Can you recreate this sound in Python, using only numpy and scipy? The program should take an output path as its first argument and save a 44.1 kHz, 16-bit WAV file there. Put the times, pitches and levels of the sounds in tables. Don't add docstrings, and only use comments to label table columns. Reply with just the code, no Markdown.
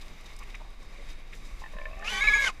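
import sys
import numpy as np
from scipy import signal
from scipy.fft import rfft, irfft
from scipy.io import wavfile
from scipy.ndimage import uniform_filter1d

SR = 44100
rng = np.random.default_rng(int(sys.argv[2]) if len(sys.argv) > 2 else 0)


def voltage_ratio(decibels):
    exponent = np.asarray(decibels, float) / 20
    return 10 ** exponent


def log_audio(samples):
    frames = np.atleast_2d(samples).T
    limited = np.clip(frames, -1, 1)
    pcm = np.round(limited * 32767).astype(np.int16)
    wavfile.write(sys.argv[1], SR, pcm)


N = 114660
T = np.arange(N) / SR

# t/s, pitch f/Hz, whistle level/dB, octave level/dB, rasp level/dB
WHISTLE = [
    (2.046, 1190, -54, -43, -49),
    (2.075, 1330, -45, -33, -42),
    (2.105, 1505, -45, -37, -41),
    (2.192, 1535, -40, -38, -41),
    (2.215, 1650, -29, -49, -43),
    (2.26, 1698, -27, -52, -44),
    (2.335, 1682, -25, -43, -43),
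    (2.43, 1655, -29, -46, -41),
    (2.478, 1520, -33, -36, -39),
    (2.503, 1050, -42, -50, -46),
]
WHISTLE_OVERTONES = {3: (-58, -54), 4: (-55, -48), 5: (-52, -64)}
# t/s, pitch f/Hz, level/dB, mixed-tone level/dB
LOW_VOICE = [(1.97, 372.3, -59.5, -81), (2.05, 415.8, -54.5, -55.5), (2.1, 490.3, -64, -48.5),
             (2.122, 409.7, -48, -46), (2.2, 410.4, -54, -42), (2.36, 430.8, -49, -43),
             (2.4, 497, -49, -45), (2.455, 472.4, -52.5, -41.5), (2.5, 370, -56, -49.5)]
LOW_TONES = {.5: -4, 1: 0, 1.5: -20, 2: 7, 3: -8}
# start t/s, end t/s, swell level/dB
SLIPS = [
    (2.21, 2.238, 5),
    (2.274, 2.297, 12),
    (2.326, 2.352, 13),
    (2.378, 2.41, 7),
    (2.42, 2.455, 0),
]
MIXED_TONES = {(1, -1): 0, (1, 1): 0.47, (2, -2): 0.49, (1, 2): -3, (1, -2): -6.5, (2, -1): -18.5, (2, 1): -0.076}
# t/s, depth level/dB
CHOPPING = [(2.05, 6), (2.12, 3), (2.39, 3), (2.42, 7), (2.5, 8)]
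# t/s, amount 0-1
ROUGHNESS = [
    (2.04, .7),
    (2.09, .45),
    (2.12, .15),
    (2.41, .08),
    (2.46, .3),
    (2.5, .6),
]
# f/Hz, level/dB per Hz
RASP_COLOUR = [(150, -23), (1160, -11), (1430, -49), (1640, -4), (2230, -15), (3150, -8), (6810, -22.5),
               (12500, -32.5), (15000, -48)]
# f/Hz, level/dB
AIR_COLOUR = [(4000, -2), (6500, -1), (8000, -7.5), (8800, -18.5), (10300, -5.5), (12000, -18.5),
              (15000, -15)]
# t/s, level/dB
GASP = [
    (2.38, -59),
    (2.43, -44),
    (2.485, -40),
    (2.503, -88),
]
# f/Hz, level/dB
GASP_COLOUR = [(2500, -14), (4000, -10), (5000, -2), (6300, 0), (7500, -9), (11000, -20), (15000, -45)]
# t/s, peak level/dB, upper ring level/dB, brightest ring f/Hz
CREAKS = [(1.619, -32.5, -49, 2620), (1.638, -32.5, -42.5, 1860), (1.66, -37.5, -45, 1880),
          (1.678, -45, -53, 2010), (1.735, -34.5, -53, 1860), (1.753, -37.5, -61, 1800),
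          (1.766, -32.5, -46.5, 1820), (1.785, -33, -37, 1810), (1.797, -32, -54, 1790),
          (1.814, -30.5, -40.5, 2290), (1.834, -36, -53, 2220), (1.854, -32.5, -36, 2280),
          (1.867, -31, -53, 2470), (1.883, -35, -54, 2340), (1.899, -36, -69, 2300),
          (1.911, -34.5, -48.5, 2530), (1.93, -34, -47, 2620), (1.944, -36.5, -55, 2525),
          (1.957, -41, -61, 2630), (1.971, -37, -50, 1800), (1.985, -37, -52.5, 2640),
          (1.997, -35, -47, 2510), (2.024, -54, -37, 1770)]
# t/s, beat rate f/Hz, level/dB
GROWL = [
    (1.99, 89.4, -55),
    (2.005, 110.7, -47),
    (2.03, 140, -47.5),
    (2.07, 190, -50),
    (2.12, 203, -80),
]
# f/Hz, level/dB, time to fall 60 dB t/s
FIRST_LOW_RINGS = [(885, 0, 0.033), (1026, 0, 0.045)]
# f/Hz, level/dB, time to fall 60 dB t/s
LOW_RINGS = [(610, 0, .03), (1040, -2, .05)]
# f/Hz, level/dB, time to fall 60 dB t/s
HIGH_RINGS = [(1770, -3.5, 0.061), (2340, -15, 0.0082), (2602, -6, 0.041), (3120, -18.5, 0.033)]
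# t/s, length t/s, centre f/Hz, level/dB
RUSTLES = [(0.016, 0.019, 3400, -53.5), (0.263, 0.017, 3880, -58.5), (0.391, 0.0078, 5900, -52),
           (0.413, 0.026, 940, -52.5), (0.43, 0.015, 2270, -54.5), (0.502, 0.0079, 3700, -57),
           (0.549, 0.014, 2260, -48.5), (0.547, 0.015, 1160, -54.5), (0.611, 0.026, 820, -54),
           (0.652, 0.039, 840, -58), (0.993, 0.024, 505, -52), (1.026, 0.005, 785, -55),
           (1.1, 0.037, 3960, -58), (1.334, 0.019, 2160, -52.5), (1.353, 0.067, 5800, -62),
           (1.46, 0.038, 4860, -60.5), (1.604, 0.038, 4700, -59.5), (1.756, 0.01, 175, -45),
           (0.11, 0.08, 166, -55.5)]
# t/s, peak level/dB, centre f/Hz
TWIGS = [(0.0144, -43, 3630), (0.0817, -46, 4870), (0.21, -47.5, 8000), (0.243, -50, 11000),
         (0.2593, -43, 3680), (0.335, -48, 7000), (0.364, -41.5, 7420), (0.434, -46, 7000),
         (0.552, -43, 6500), (0.704, -53, 11000), (0.829, -51, 7000), (1.088, -43, 2980),
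         (1.1038, -43, 4000), (1.1313, -47, 4930), (1.183, -53, 3540), (1.3314, -47, 2600),
         (1.452, -49, 5140), (1.725, -51.5, 6000), (1.992, -44, 5900)]
# f/Hz, level/dB per Hz
SWAMP_COLOUR = [(41, -24), (70, -6.5), (150, -7), (1110, -19.5), (1620, -23), (2080, -22), (3730, -27.5),
                (4260, -27.5), (15000, -42.5)]
# t/s, level/dB
BUSTLE = [
    (0, 4.5),
    (.55, 4.5),
    (.7, 0.5),
    (1.05, 4),
    (1.25, 0.5),
    (1.5, 4),
]
# t/s, rumble level/dB
WIND = [(0, -39), (.17, -45), (.4, -40), (1.0, -42), (1.07, -35.5), (1.3, -42), (1.59, -36.5),
        (1.66, -43.5), (1.75, -35.5), (2.2, -40), (2.27, -29.5), (2.4, -40), (2.6, -41.5)]
# f/Hz, width f/Hz, boost level/dB
PORTS = [(1143, 113, 5.5), (2235, 880, 8.5), (3753, 250, 11.5), (4924, 190, 7.5), (6060, 940, 3.5),
         (7380, 230, 4.5)]


def curve(table, col):
    a = np.array(table, float)
    return np.interp(T, a[:, 0], a[:, col])


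def unit(x):
    return x / np.sqrt(np.mean(x ** 2))


def noise():
    return rng.standard_normal(N)


def shape(x, gain_db):
    hz = np.maximum(np.fft.rfftfreq(N, 1 / SR), 1)
    return irfft(rfft(x) * voltage_ratio(gain_db(hz)), N)


def colour(points):
    a = np.array(points, float)
    return lambda f: np.interp(np.log(f), np.log(a[:, 0]), a[:, 1])


def walk(rate):
    k = int(SR / rate)
    return unit(uniform_filter1d(uniform_filter1d(noise(), k), k))


def ring(x, modes, rise=0):
    out = 0
    for hz, db, t60 in modes:
        turn = np.exp(2j * np.pi * hz * (T + rise))
        decay = np.exp(-np.log(1000) / (t60 * SR))
        out = out + voltage_ratio(db) * (turn * signal.lfilter([1], [1, -decay], x / turn)).imag
    return out


def soften(x):
    width = int(.007 * SR)
    return uniform_filter1d(uniform_filter1d(x, width), width)


def gate(table):
    release_db_s = 2000
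    outside_s = np.maximum(T - table[-1][0], 0) + np.maximum(table[0][0] - T, 0)
    return voltage_ratio(-release_db_s * outside_s)


def whistle_tones(high, rough, late):
    out = 0
    for k, (early_db, late_db) in WHISTLE_OVERTONES.items():
        db = early_db + (late_db - early_db) * late + 3.1 * walk(55) - 19 * rough
        breaks = voltage_ratio(5 * (np.tanh(2 * walk(100)) - 0.5))
        out = out + voltage_ratio(db) * np.sin(k * high + .5 * walk(300)) * breaks
    for k in (1, 2):
        out = out + voltage_ratio(curve(WHISTLE, k + 1) + 2 * walk(54)) * np.sin(k * high)
    return out


def low_voice_tones(low, slip):
    out = 0
    for k, db in LOW_TONES.items():
        out = out + voltage_ratio(db + 2.3 * np.tanh(walk(66)) - 14 * slip) * np.sin(k * low)
    return out


def mixed_tones(high, low, slip, swell_db, late):
    throat_hz, throat_width_hz, throat_db = 2255, 280, 12
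    out = 0
    for (m, n), db in MIXED_TONES.items():
        level = db + 2 * walk(33) - 10 * (n == -2) * (1 - late) - 10 * (n == 2) * slip
        out = out + voltage_ratio(level) * np.sin(m * high + n * low + .45 * walk(250))
    throat = lambda f: throat_db / (1 + ((f - throat_hz) / throat_width_hz) ** 2)
    out = shape(out * voltage_ratio(curve(LOW_VOICE, 3)), throat)
    out = out * voltage_ratio(curve(CHOPPING, 1) * (np.tanh(walk(420)) - 0.52))
    return out + shape(out * (voltage_ratio(swell_db) - 1), lambda f: throat(f) * 2 - 2 * throat_db)


def high_mixed_tones(high, low):
    out = 0
    for m in range(3, 9):
        for n in range(-2, 2):
            level = -53 - 3 * abs(n) + 5.75 * walk(69)
            out = out + voltage_ratio(level) * np.sin(m * high + n * low + .25 * m * walk(220))
    return shape(out, colour(AIR_COLOUR)) * 100


def breath_rasp(low):
    pulsing = noise() * (1 + 0.47 * np.cos(low))
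    return unit(shape(pulsing, colour(RASP_COLOUR))) * voltage_ratio(1.2 * walk(52))


def last_gasp():
    return unit(shape(noise(), colour(GASP_COLOUR))) * voltage_ratio(curve(GASP, 1) + 1.8 * walk(200))


def squeal():
    slip, swell_db = np.zeros(N), np.zeros(N)
    for start, end, db in SLIPS:
        inside = (T > start) & (T < end)
        slip += inside
        swell_db += db * inside
    slip, swell_db = soften(slip), soften(swell_db)
    late = soften(1. * (T > 2.205))
    rough = curve(ROUGHNESS, 1)

    high_hz = curve(WHISTLE, 1) * (1 + .005 * walk(117))
    low_hz = curve(LOW_VOICE, 1) * (1 - slip) + slip * high_hz / 3
    low_hz = low_hz * (1 + .02 * walk(136.3))
    high = 2 * np.pi * np.cumsum(high_hz) / SR + .8 * rough * walk(500)
    low = 2 * np.pi * np.cumsum(low_hz) / SR

    flutter = voltage_ratio(5 * rough * walk(250))
    airy = (breath_rasp(low) + high_mixed_tones(high, low)) * voltage_ratio(curve(WHISTLE, 4))
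    upper = 1.26 * whistle_tones(high, rough, late) * flutter + last_gasp() + airy
    lower = low_voice_tones(low, slip) * voltage_ratio(curve(LOW_VOICE, 2))
    lower = lower + mixed_tones(high, low, slip, swell_db, late)
    return upper * gate(WHISTLE) + 1.234 * lower * gate(LOW_VOICE)


def growl_beats():
    turns = np.cumsum(curve(GROWL, 1) * (1 + .15 * walk(60))) / SR
    clicks = np.diff(np.floor(turns), prepend=0)
    scatter_db = 2.5 * noise()
    active = (T > GROWL[0][0]) * (T < GROWL[-1][0])
    return uniform_filter1d(clicks * voltage_ratio(curve(GROWL, 2) + scatter_db + 7) * active, size=12)


def grunt():
    low, high, own = np.zeros(N), np.zeros(N), np.zeros(N)
    t = np.arange(900) / SR
    ring_fade = (1 - np.exp(-t / 0.0013)) * np.exp(-t / 0.0038)
    for at, db, upper_db, hz in CREAKS:
        i = int(at * SR)
        puff = rng.standard_normal(220) * np.hanning(220)
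        low[i:i + 40] += voltage_ratio(db - 30) * np.hanning(40)
        high[i:i + 220] += voltage_ratio(upper_db - 17.5) * puff
        own[i:i + 900] += voltage_ratio(upper_db + 7.5) * np.sin(2 * np.pi * hz * t) * ring_fade
    beats = growl_beats()
    mouth_from_s, mouth_rise_per_s = 1.85, .9
    rise = .5 * mouth_rise_per_s * np.maximum(T - mouth_from_s, 0) ** 2
    first = T < 1.7
    out = ring(low * first, FIRST_LOW_RINGS) + ring(low * ~first + beats, LOW_RINGS, rise)
    out = out + ring(high + 1.4 * beats, HIGH_RINGS) + own
    return shape(out, lambda f: -18 * np.maximum(np.log2(f / 3300), 0) - 14 * np.maximum(np.log2(560 / f), 0))


def brush_echoes(hog):
    tail = rng.standard_normal(4000) * np.exp(-np.arange(4000) / 500)
    tail = tail / np.sqrt(np.sum(tail ** 2))
    return voltage_ratio(-13) * signal.fftconvolve(hog, tail)[:N]


def rustles():
    out = 0
    for t, length, hz, db in RUSTLES:
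        grit = noise() * voltage_ratio(2.5 * rng.exponential(size=N))
        steep = 60 if hz < 2400 else 22

        def tone(f):
            octaves = np.log2(f / hz)
            return -steep * octaves ** 2 / (1 + 2 * np.abs(octaves))

        width = length * np.where(T < t, .3, .55)
        out = out + unit(shape(grit, tone)) * voltage_ratio(db) * np.exp(-.5 * ((T - t) / width) ** 2)
    return out


def twigs():
    snap_s = 0.0035
    out = 0
    for t, db, hz in TWIGS:
        tone = lambda f: -14 * np.log2(f / hz) ** 2 - 6.7 * np.maximum(np.log2(f / 9000), 0)
        fade = (T >= t) * np.exp(-np.maximum(T - t, 0) / snap_s)
        out = out + unit(shape(noise(), tone)) * voltage_ratio(db - 9) * fade
    return out


def swamp():
    out, swell = 0, walk(31)
    for hz in 70 * 2 ** np.arange(0, 8, .5):
        grit = noise() * voltage_ratio(1.5 * rng.exponential(size=N))
        band = shape(grit, lambda f: colour(SWAMP_COLOUR)(f) - 40 * np.log2(f / hz) ** 2)
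        bustle = curve(BUSTLE, 1) * min(hz / 1500, 1)
        out = out + band * voltage_ratio(bustle + swell + walk(7.2))
    return unit(out) * voltage_ratio(-55.5)


def wind():
    tone = lambda f: -23 * np.maximum(np.log2(f / 29.6), 0) - 12 * np.maximum(np.log2(20 / f), 0)
    rumble = shape(noise(), tone)
    rumble = rumble / np.sqrt(uniform_filter1d(rumble ** 2, int(.07 * SR)))
    return rumble * voltage_ratio(uniform_filter1d(curve(WIND, 1), size=600))


def port_ringing(x):
    return shape(x, lambda f: sum(db / (1 + ((f - hz) / width * 2) ** 2) for hz, width, db in PORTS))


def scene():
    hog = squeal() + grunt()
    hog = hog + brush_echoes(hog)
    around = port_ringing(swamp() + rustles() + twigs())
    return (hog + around + wind())[None, :]


def top_cut(x):
    return signal.sosfilt(signal.butter(12, 15190, fs=SR, output="sos"), x)


def record(dry):
    mix = shape(dry, lambda f: -80 / (1 + np.exp((15250 - f) / 50)))
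    return top_cut(mix)


dry = scene()
out = record(dry)
log_audio(out)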